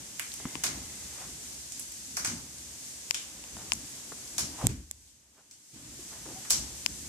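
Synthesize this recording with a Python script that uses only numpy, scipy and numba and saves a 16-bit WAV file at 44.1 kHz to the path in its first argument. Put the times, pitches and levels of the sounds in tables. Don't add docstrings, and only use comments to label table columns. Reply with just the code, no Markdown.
import sys
import numpy as np
from scipy import signal
from scipy.fft import rfft, irfft
from scipy.io import wavfile
from scipy.ndimage import uniform_filter1d
from numba import njit

SR = 44100
rng = np.random.default_rng(int(sys.argv[2]) if len(sys.argv) > 2 else 0)


def store_pcm(level_fs):
    pcm = np.round(np.clip(level_fs, -1, 1) * 32767).astype(np.int16)
    wavfile.write(sys.argv[1], SR, np.atleast_2d(pcm).T)


N = 312228


def undb(db):
    return 10 ** (np.asarray(db) / 20)


def unit(x):
    return x / np.sqrt(np.mean(x ** 2))


def lean(left_minus_right_db):
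    return undb(np.array([[left_minus_right_db], [-left_minus_right_db]]) / 2)


def curve(table):
    s, *columns = np.transpose(table)
    return [np.interp(np.arange(N) / SR, s, c) for c in columns]


def on_log(points, hz, column=1):
    points = np.array(points)
    return np.interp(np.log(hz), np.log(points[:, 0]), points[:, column])


@njit
def sliding_band(x, hz, width):
    y, band, low = np.empty(len(x)), 0., 0.
    for i in range(len(x)):
        g, k = np.tan(np.pi * hz[i] / SR), width[i] / hz[i]
        v = (band + g * (x[i] - low)) / (1 + g * (g + k))
        band, low, y[i] = 2 * v - band, low + 2 * g * v, k * v
    return y


def resonate(x, modes):
    total = 0
    for k, (hz, width, db) in enumerate(modes):
        ringing = signal.lfilter(*signal.iirpeak(hz, hz / width, fs=SR), x)
        total = total + (-1) ** k * undb(db) * ringing
    return total


def resonate_twice(x, modes):
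    return resonate(resonate(x, modes), modes)


def blip(hz, rise_ms):
    t = np.arange(600) / SR
    u = t * 1000 / rise_ms
    return u * np.exp(1 - u) * np.sin(2 * np.pi * hz * t)


def add(out, sound, s):
    i = int(s * SR)
    out[:, i:i + sound.shape[1]] += sound[:, :N - i]


def swells(s, db, rise_s, fall_s):
    late = np.arange(0, N / SR, 1 / 1000) - s[:, None]
    tens_of_db = np.where(late < 0, -late / rise_s[:, None], late / fall_s[:, None])
    return db[:, None] - 10 * tens_of_db, late


def per_sample(x):
    return np.interp(np.arange(N) / SR * 1000, np.arange(len(x)), x)


WANDER_PER_S = 12


def wander():
    k = int(SR / WANDER_PER_S)
    steps = np.repeat(rng.standard_normal(N // k + 1), k)
    return 1.2 * uniform_filter1d(steps, k)[:N]


# f/Hz, left minus right level/dB
NOISE_LEAN = [(500, 0.5), (4400, 3.2), (8000, -0.6), (15000, -7.5)]


def coloured(points, shared_below_hz):
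    hz = np.maximum(np.fft.rfftfreq(N, 1 / SR), 1)
    half_lean = on_log(NOISE_LEAN, hz) / 2
    inside = (hz > points[0][0]) & (hz < points[-1][0])
    share = 1 / (1 + (hz / shared_below_hz) ** 2)
    shared = np.sqrt(share) * rfft(rng.standard_normal(N))
    own = np.sqrt(1 - share) * rfft(rng.standard_normal((2, N)))
    level_db = on_log(points, hz) + np.array([half_lean, -half_lean])
    return unit(irfft((shared + own) * inside * undb(level_db), N))


# f/Hz, relative level/dB per Hz
HISS_SPECTRUM = [(1470, -16), (2500, -13.5), (3190, -12), (4970, -5.5), (6500, -0.5), (7980, -1.5),
                 (9270, -6.5), (13500, -16), (14900, -33.5), (15200, -56), (16500, -70)]
# f/Hz, relative level/dB per Hz
AIR_SPECTRUM = [(210, -19), (350, 0.5), (404, -2), (640, -3.5), (962, -5), (1260, -7), (3500, -6),
                (4550, -25), (7700, -120)]
# f/Hz, width/Hz (of one pass), level/dB
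RUMBLE = [(70, 40, 0), (112, 52, 4.5), (295, 93.5, 1), (185, 50, -9)]
# t/s, hiss level/dB, air level/dB, rumble level/dB
STEADY = [(0.0, -45.5, -55, -60), (0.32, -43.5, -59, -58), (0.45, -43.5, -51, -56), (0.75, -43, -54, -56),
          (1.3, -43, -55, -58), (1.9, -43.5, -60, -60), (2.3, -43, -59, -57), (2.5, -45.5, -59, -58),
          (3.05, -43, -58, -60), (3.43, -45, -55.5, -62), (3.7, -44, -55.5, -58), (4.5, -43.5, -56, -58),
          (4.67, -42.5, -47, -56), (4.75, -52.5, -61.5, -60), (4.86, -56, -72, -76),
          (5.09, -57.5, -73, -74), (5.26, -62.5, -72, -73), (5.5, -61, -70, -72), (5.71, -55, -72, -76),
          (5.77, -51, -59.5, -60), (6.0, -46, -58, -59), (6.45, -43.5, -55, -60), (7.08, -43.5, -57, -57)]
# t/s, peak level/dB, deep part relative level/dB, time to rise 10 dB/s, time to fall 10 dB/s
RUMBLE_SWELLS = [(0.0, -48, -12, .02, .04), (0.47, -43, -14, .04, .025), (0.57, -46, -6, .025, .04),
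                 (0.695, -40, -18, .03, .08), (0.78, -51, 1, .05, .14), (1.05, -54, 3, .04, .04),
                 (1.3, -54, -5, .2, .08), (2.34, -42.5, -9, .15, .09), (3.42, -57, 0, .2, .06),
                 (3.54, -51.5, 0, .05, .2), (3.77, -49, -14, .08, .03), (3.84, -50, -8, .025, .025),
                 (4.12, -48, -25, .03, .025), (4.43, -43, -5, .045, .12), (4.658, -28, 5, .013, .055),
                 (4.81, -52, -3, .03, .04), (4.95, -76, 19, .1, .2), (5.75, -50, -10, .015, .06),
                 (5.86, -53, -5, .05, .3), (6.31, -48, -8, .07, .1), (6.58, -45, 3, .055, .15),
                 (6.9, -49, 3, .05, .09), (7.07, -56, 8, .06, .08)]
DEEP_DB, WANDER_DB = -4, 2


def background():
    hiss_db, air_db, low_db = curve(STEADY)
    s, db, deep_db, rise_s, fall_s = np.transpose(RUMBLE_SWELLS)
    swell_power = undb(2 * swells(s, db, rise_s, fall_s)[0])
    shared, own = rng.standard_normal(N), rng.standard_normal((2, N))
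    upper = unit(resonate(resonate(shared + .3 * own, RUMBLE[1:]), [(182, 800, 0)]))
    deep = unit(resonate_twice(shared + .23 * own, RUMBLE[:1]))
    upper_power = undb(2 * (low_db + WANDER_DB * wander())) + per_sample(swell_power.sum(axis=0))
    deep_power = undb(2 * (low_db + DEEP_DB + WANDER_DB * wander()))
    deep_power = deep_power + per_sample(undb(2 * deep_db) @ swell_power)
    rumble = np.sqrt(upper_power) * upper + np.sqrt(deep_power) * deep
    hiss = undb(hiss_db + .6 * wander()) * coloured(HISS_SPECTRUM, 300)
    air = undb(air_db) * coloured(AIR_SPECTRUM, 600)
    return hiss + air + rumble


# f/Hz, time to fall 60 dB/s, relative level/dB
ROOM_FADE = [(300, 1, 0.5), (686, 0.67, 3), (1580, .4, 5), (3720, 0.48, 1.5), (8300, 0.32, 7),
             (14500, 0.24, -2.5)]


def room():
    t = np.arange(SR // 2) / SR
    grain_db = np.repeat(rng.standard_normal((2, 1000)), 24, axis=1)[:, :len(t)]
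    grain = undb(4 * np.clip(t / .008, 0, 1) * np.exp(-t / .09) * grain_db)
    out = 0
    for hz in 200 * 2. ** np.arange(0, 6.4, .5):
        noise = rng.standard_normal((2, len(t)))
        band = resonate(noise, [(hz, hz / 3, on_log(ROOM_FADE, hz, column=2))])
        out = out + band * lean(1.2) * undb(-60 * t / on_log(ROOM_FADE, hz))
    near = 1 + .4 * np.exp(-t / .01)
    return out * grain * near * np.clip(t / .0015, 0, 1) * .045


# multiple of fibre f, width/Hz, level/dB
FIBRES = [(.76, 1100, -5.5), (1.0, 1000, 0), (1.35, 1400, 0)]
# f/Hz, width/Hz (of one pass), level/dB
THICK_WOOD = [(760, 1430, 0)]
# f/Hz, width/Hz, level/dB
FINE_SPLINTERS = [(10400, 1700, 0.5), (13000, 2600, -7.5)]
# t/s, nominal level/dB, fibre f/Hz, upper fibre extra level/dB, twig f/Hz,
# twig width/Hz (of one pass), then relative level/dB of twig, bough and splinters,
# left minus right level/dB (direct sound), splintering time/ms, level sent to the room/dB
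TWIG_SNAPS = [(0.1954, -25, 6300, 4, 2300, 1900, 2, -16, 1, -5, 1.8, -10.5),
              (0.3393, -30, 6300, 0.1, 2800, 1900, -12, -20, -3.5, -9, 1.2, -14),
              (0.6366, -22, 6400, -3, 2300, 2200, -7, -11, -4, -5, 1.8, -2.5),
              (0.6395, -22, 6400, -1.5, 4100, 1800, -4, -20, -3, -5, 1.8, -7),
              (0.649, -25, 6600, -3, 2600, 1800, -9, -20, -10, -3, 2.2, -12),
              (0.668, -27, 5900, -4, 2600, 1800, -9, -20, -10, -3, 3, -12),
              (0.686, -33, 6500, -3, 2200, 1500, -14, -20, -10, -3, 3, -12),
              (1.7212, -31, 6800, -5, 3000, 1900, -16, -30, -13, -3, 1.2, -6.5),
              (1.7955, -30.5, 7800, -5, 2900, 1900, -18, -23, -1.5, -8, 1.8, -7),
              (1.9215, -36, 7000, 0.1, 3000, 1900, -16, -20.5, 1.5, -2, 1.2, -12),
              (2.169, -22, 5900, -5, 2000, 1800, -8, -12, -5, 2.5, 1.6, -5),
              (2.247, -20, 6200, -2.5, 2300, 2000, -7, -14, -9, 0.1, 2.2, -6),
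              (2.2585, -24, 6400, -6, 1900, 1700, -8, -16, -10, -2, 2.5, -9),
              (2.272, -26, 6300, -5, 3900, 1500, -7, -20, -8, -2, 5, -10),
              (2.304, -33, 6400, -7, 2300, 1500, -12, -20, -10, -2, 4, -10),
              (2.5835, -41, 5750, 0.1, 3300, 1900, -16, -13, -2, 1.5, 2.2, -9),
              (3.145, -23.5, 7100, -8, 3000, 2300, -1.5, -22, -12, 6, 1.8, -8),
              (3.1505, -29, 6800, -4, 3300, 2000, -3, -22, -12, 4, 1.8, -10),
              (3.752, -36, 5750, 0.1, 2300, 1900, -17, -23, -3, 0.1, 3, -10),
              (4.2775, -39, 6000, -3, 2500, 1900, -15, -25, -6, 0.1, .8, -14),
              (4.381, -19, 5300, -1.5, 2700, 2200, -16, -14, -5, 0.1, 3, -4.5),
              (4.3935, -24, 5600, 0.1, 2500, 1900, -15, -16, -3, 0.1, 1.5, -8),
              (4.405, -28, 6000, 0.1, 2500, 1900, -15, -22, -6, 0.1, 2.2, -10),
              (4.6896, -36, 5750, 0.1, 2200, 1900, -2.5, -15, -8, 3, 8, -7),
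              (5.0735, -54, 5750, 0.1, 3500, 1900, -5, -21, -4, -1.5, 9, -4),
              (5.5108, -41, 5750, 0.1, 2900, 1900, -13, -28, -11, -3, 2.2, -5),
              (5.7407, -52, 5750, 0.1, 3400, 1900, -8, -14, -13, 0.6, 12, 0.1),
              (5.843, -52, 5750, 0.1, 3600, 1900, -4, -11, -13, 1.5, 9, 0.1),
              (6.45, -48, 5750, 0.1, 1690, 1900, 9.5, 0.1, -6, -1.5, 5, -8.5),
              (6.5, -25, 6200, 2.5, 3600, 1900, -17, -30, 1.5, -2.5, 1.2, -9),
              (6.5048, -12, 5700, -1.5, 3000, 2200, -18, -19, -6, 0.1, 1.5, -4.5),
              (6.5155, -20, 6200, 0.1, 2600, 1900, -18, -25, -9, 0.1, 2.2, -12),
              (6.5225, -21, 6000, 0.1, 2600, 1900, -18, -25, -9, 0.1, 2.2, -12)]


def snaps():
    dry, wet, t = np.zeros((2, N)), np.zeros((1, N)), np.arange(2048) / SR
    pulse = signal.unit_impulse(len(t))
    thin = -signal.lfilter(*signal.butter(3, 3600, "high", fs=SR), pulse)
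    bough, splinter = -resonate_twice(pulse, THICK_WOOD), resonate(pulse, FINE_SPLINTERS)
    for (s, db, fibre_hz, upper_db, twig_hz, twig_width_hz, twig_db, bough_db, splinter_db,
         pan_db, splintering_ms, room_db) in TWIG_SNAPS:
        fibres = [(fibre_hz * k, width, level + upper_db * (k > 1.1)) for k, width, level in FIBRES]
        twig = resonate_twice(pulse, [(twig_hz, twig_width_hz, 0)])
        parts = np.array([resonate(thin, fibres), twig, splinter, bough])
        energy = np.sum(parts ** 2, axis=1)[:, None]
        parts *= 6 * undb(db + np.array([[0], [twig_db], [splinter_db], [bough_db]])) / np.sqrt(energy)
        crackles = rng.standard_normal((2, len(t))) * (rng.random(len(t)) < .3)
        run = crackles * np.exp(-t * 1000 / splintering_ms)
        run[:, 0] += 1.2
        run = run / np.sqrt(np.mean(run ** 2) * len(t))
        near = parts[:3].sum(axis=0) + .4 * parts[3]
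        bite = signal.fftconvolve(run, near[None], axes=1)
        add(dry, bite * lean(pan_db), s)
        add(wet, undb(room_db) * parts.sum(axis=0)[None], s)
    return dry + signal.fftconvolve(wet, room(), axes=1)[:, :N]


# t/s, f/Hz, level/dB
THIN_WHINE = [(0.3, 2050, -75), (0.44, 2080, -60.5), (0.8, 2080, -62.5), (1.22, 2030, -67),
              (1.35, 2030, -80)]


def whine():
    hz, db = curve(THIN_WHINE)
    t = np.arange(N) / SR
    on = np.clip(np.minimum(t - THIN_WHINE[0][0], THIN_WHINE[-1][0] - t) * 10, 0, 1)
    return on * undb(db) * unit(sliding_band(rng.standard_normal(N), hz, hz / 50))


# t/s, tone level/dB, left f/Hz, right f/Hz, left minus right level/dB,
# left delay/ms, tone rise/ms, broad click relative level/dB (halved in the left)
BRIGHT_TICKS = [(0.3189, -32.5, 4200, 4200, -16, 0, 0.17, -25),
                (3.7343, -9.5, 7200, 8650, 3, .1, 0.13, -23),
                (4.669, -4, 7270, 7850, -5.5, .4, 0.22, -11.5),
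                (4.9121, -18, 6900, 8000, -3, .5, 0.18, -12)]


def bright_ticks():
    out = np.zeros((2, N))
    click = blip(12300., .24) + blip(2300., .12) + .6 * blip(3400., .3)
    click = click + .4 * blip(900., .3) + .5 * blip(5830., .33)
    for s, db, left_hz, right_hz, pan_db, late_ms, rise_ms, click_db in BRIGHT_TICKS:
        left = blip(left_hz, rise_ms) + .5 * undb(click_db) * click
        right = blip(right_hz, rise_ms) + undb(click_db) * click
        add(out[:1], undb(db + pan_db / 2) * left[None], s + late_ms / 1000)
        add(out[1:], undb(db - pan_db / 2) * right[None], s)
    return out


# t/s, level/dB of the low mode, f/Hz, time to fall 60 dB/s,
# edge drive relative level/dB, edge f/Hz
DULL_THUDS = [(0.401, -44, 400, 0.027, 8, 950), (0.4542, -24.5, 235, 0.04, -3, 850),
              (0.5548, -29, 292, 0.027, -9, 900), (3.568, -48, 297, 0.055, 12.5, 900),
              (4.1208, -37.5, 440, 0.028, 6.5, 900), (5.991, -42.5, 356, 0.078, -22, 900),
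              (4.6405, -19, 140, 0.062, -20, 500), (4.656, -21, 105, .06, -20, 500),
              (4.689, -23.5, 125, 0.095, -14, 500), (6.257, -45, 400, .04, 5, 750),
              (6.2635, -41, 380, .04, 1.5, 800), (6.278, -43, 300, .04, -4, 650),
              (6.285, -43, 330, .05, -3, 700), (6.301, -43, 332, 0.05, -4, 650),
              (6.322, -42, 300, .06, -9, 600)]


def thuds():
    out, t = np.zeros((2, N)), np.arange(8000) / SR
    for s, db, hz, t60, edge_db, edge_hz in DULL_THUDS:
        noise = rng.standard_normal(len(t)) + .27 * rng.standard_normal((2, len(t)))
        noise[:, :6] += 3
        edge = resonate(noise * undb(-60 * t / .043), [(edge_hz, 1.4 * edge_hz, edge_db)])
        edge = resonate(edge, [(1.1 * edge_hz, 1.9 * edge_hz, 0)])
        body = np.sin(2 * np.pi * hz * t) * undb(-60 * t / t60)
        add(out, undb(db) * (body + edge) * lean(1.2), s)
    return out


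# f/Hz, level/dB before the tilt, rise/ms
SHELL_MODES = [(1030, -19, .9), (2725, 2, 0.27), (5120, 2, 0.36), (6850, 1, 0.3), (8900, -9, 0.3),
               (12200, -9, 0.21), (13700, -16, 0.3)]
# t/s, left peak level/dB,
# left minus right level/dB at 2800 Hz, tilt/dB per octave
SHELL_TICKS = [(0.554, -16, 25, -9), (3.1092, -1, 28, -1), (3.4399, -25.5, 23, -5), (3.568, -32, 15, -7),
               (3.72, -3.5, 26, -4), (6.862, -1, 28, -1.5)]


def shell_ticks():
    out = np.zeros((2, N))
    hz, mode_db, rise_ms = np.transpose(SHELL_MODES)[:, :, None]
    octaves = np.log2(hz / 2800)
    for s, db, pan_db, tilt_db in SHELL_TICKS:
        detuned_hz = hz * (1 + .015 * rng.standard_normal(hz.shape))
        modes = undb(mode_db + tilt_db * octaves) * blip(detuned_hz, rise_ms)
        near = modes.sum(axis=0)
        far = np.sum(modes * undb(-pan_db + 11.6 * octaves), axis=0)
        size = undb(db) / np.max(np.abs(near))
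        add(out[:1], size * near[None], s)
        add(out[1:], size * far[None], s + .00021)
    return out


# t/s, peak level/dB, centre f/Hz at the peak, width as a share
# of the centre (of one pass), time to rise 10 dB/s, time to fall 10 dB/s,
# slide/octaves per s (0 stays put)
SWISHES = [(1.22, -50, 950, 2.2, .06, .05, 0), (3.59, -51, 700, 2.2, .016, .09, 0),
           (4.617, -35, 880, .7, .028, .012, 3), (4.634, -30, 650, .8, .012, .028, -12),
           (5.39, -60, 700, 2.2, .026, .026, 0), (6.13, -54, 890, 2.2, .024, .08, -2),
           (6.29, -46, 580, 1.2, .025, .065, 0)]


def swish():
    s, db, hz, share, rise_s, fall_s, slide = np.transpose(SWISHES)
    level_db, late = swells(s, db, rise_s, fall_s)
    loudest = level_db.argmax(axis=0)
    centre = np.clip(hz[:, None] * 2 ** (slide[:, None] * np.clip(late, -.15, .15)), 350, 950)
    hz = per_sample(np.take_along_axis(centre, loudest[None], axis=0)[0])
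    width = per_sample(share[loudest]) * hz
    shared = rng.standard_normal(N)
    sides = []
    for _ in range(2):
        noise = shared + .35 * rng.standard_normal(N)
        sides.append(unit(sliding_band(sliding_band(noise, hz, width), hz, width)))
    return undb(per_sample(level_db.max(axis=0))) * np.array(sides)


# t/s of its middle, length/s, f/Hz, level/dB
BOARD_SQUEAK = (6.376, .04, 760, -48.5)


def squeak():
    out = np.zeros((2, N))
    s, length, hz, db = BOARD_SQUEAK
    t = np.arange(int(length * SR)) / SR
    tone = np.sin(np.pi * t / length) ** .5 * np.sin(2 * np.pi * hz * t)
    add(out, np.ones((2, 1)) * undb(db) * tone, s - length / 2)
    return out


def scene():
    return background() + snaps() + whine() + bright_ticks() + thuds() + shell_ticks() + swish() + squeak()


def record(dry):
    dry = signal.sosfilt(signal.butter(2, 38, "high", fs=SR, output="sos"), dry)
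    over = np.maximum(np.max(np.abs(dry), axis=0) - .65, 0)
    hold = np.concatenate([np.zeros(90), np.hanning(3000)[1500:]])
    duck_db = np.clip(-10.5 * signal.fftconvolve(over, hold)[:N], -6.5, 0)
    top_cut = signal.ellip(10, .2, 90, 16700, fs=SR, output="sos")
    return signal.sosfilt(top_cut, dry * undb(duck_db))


dry = scene()
out = record(dry)
store_pcm(out)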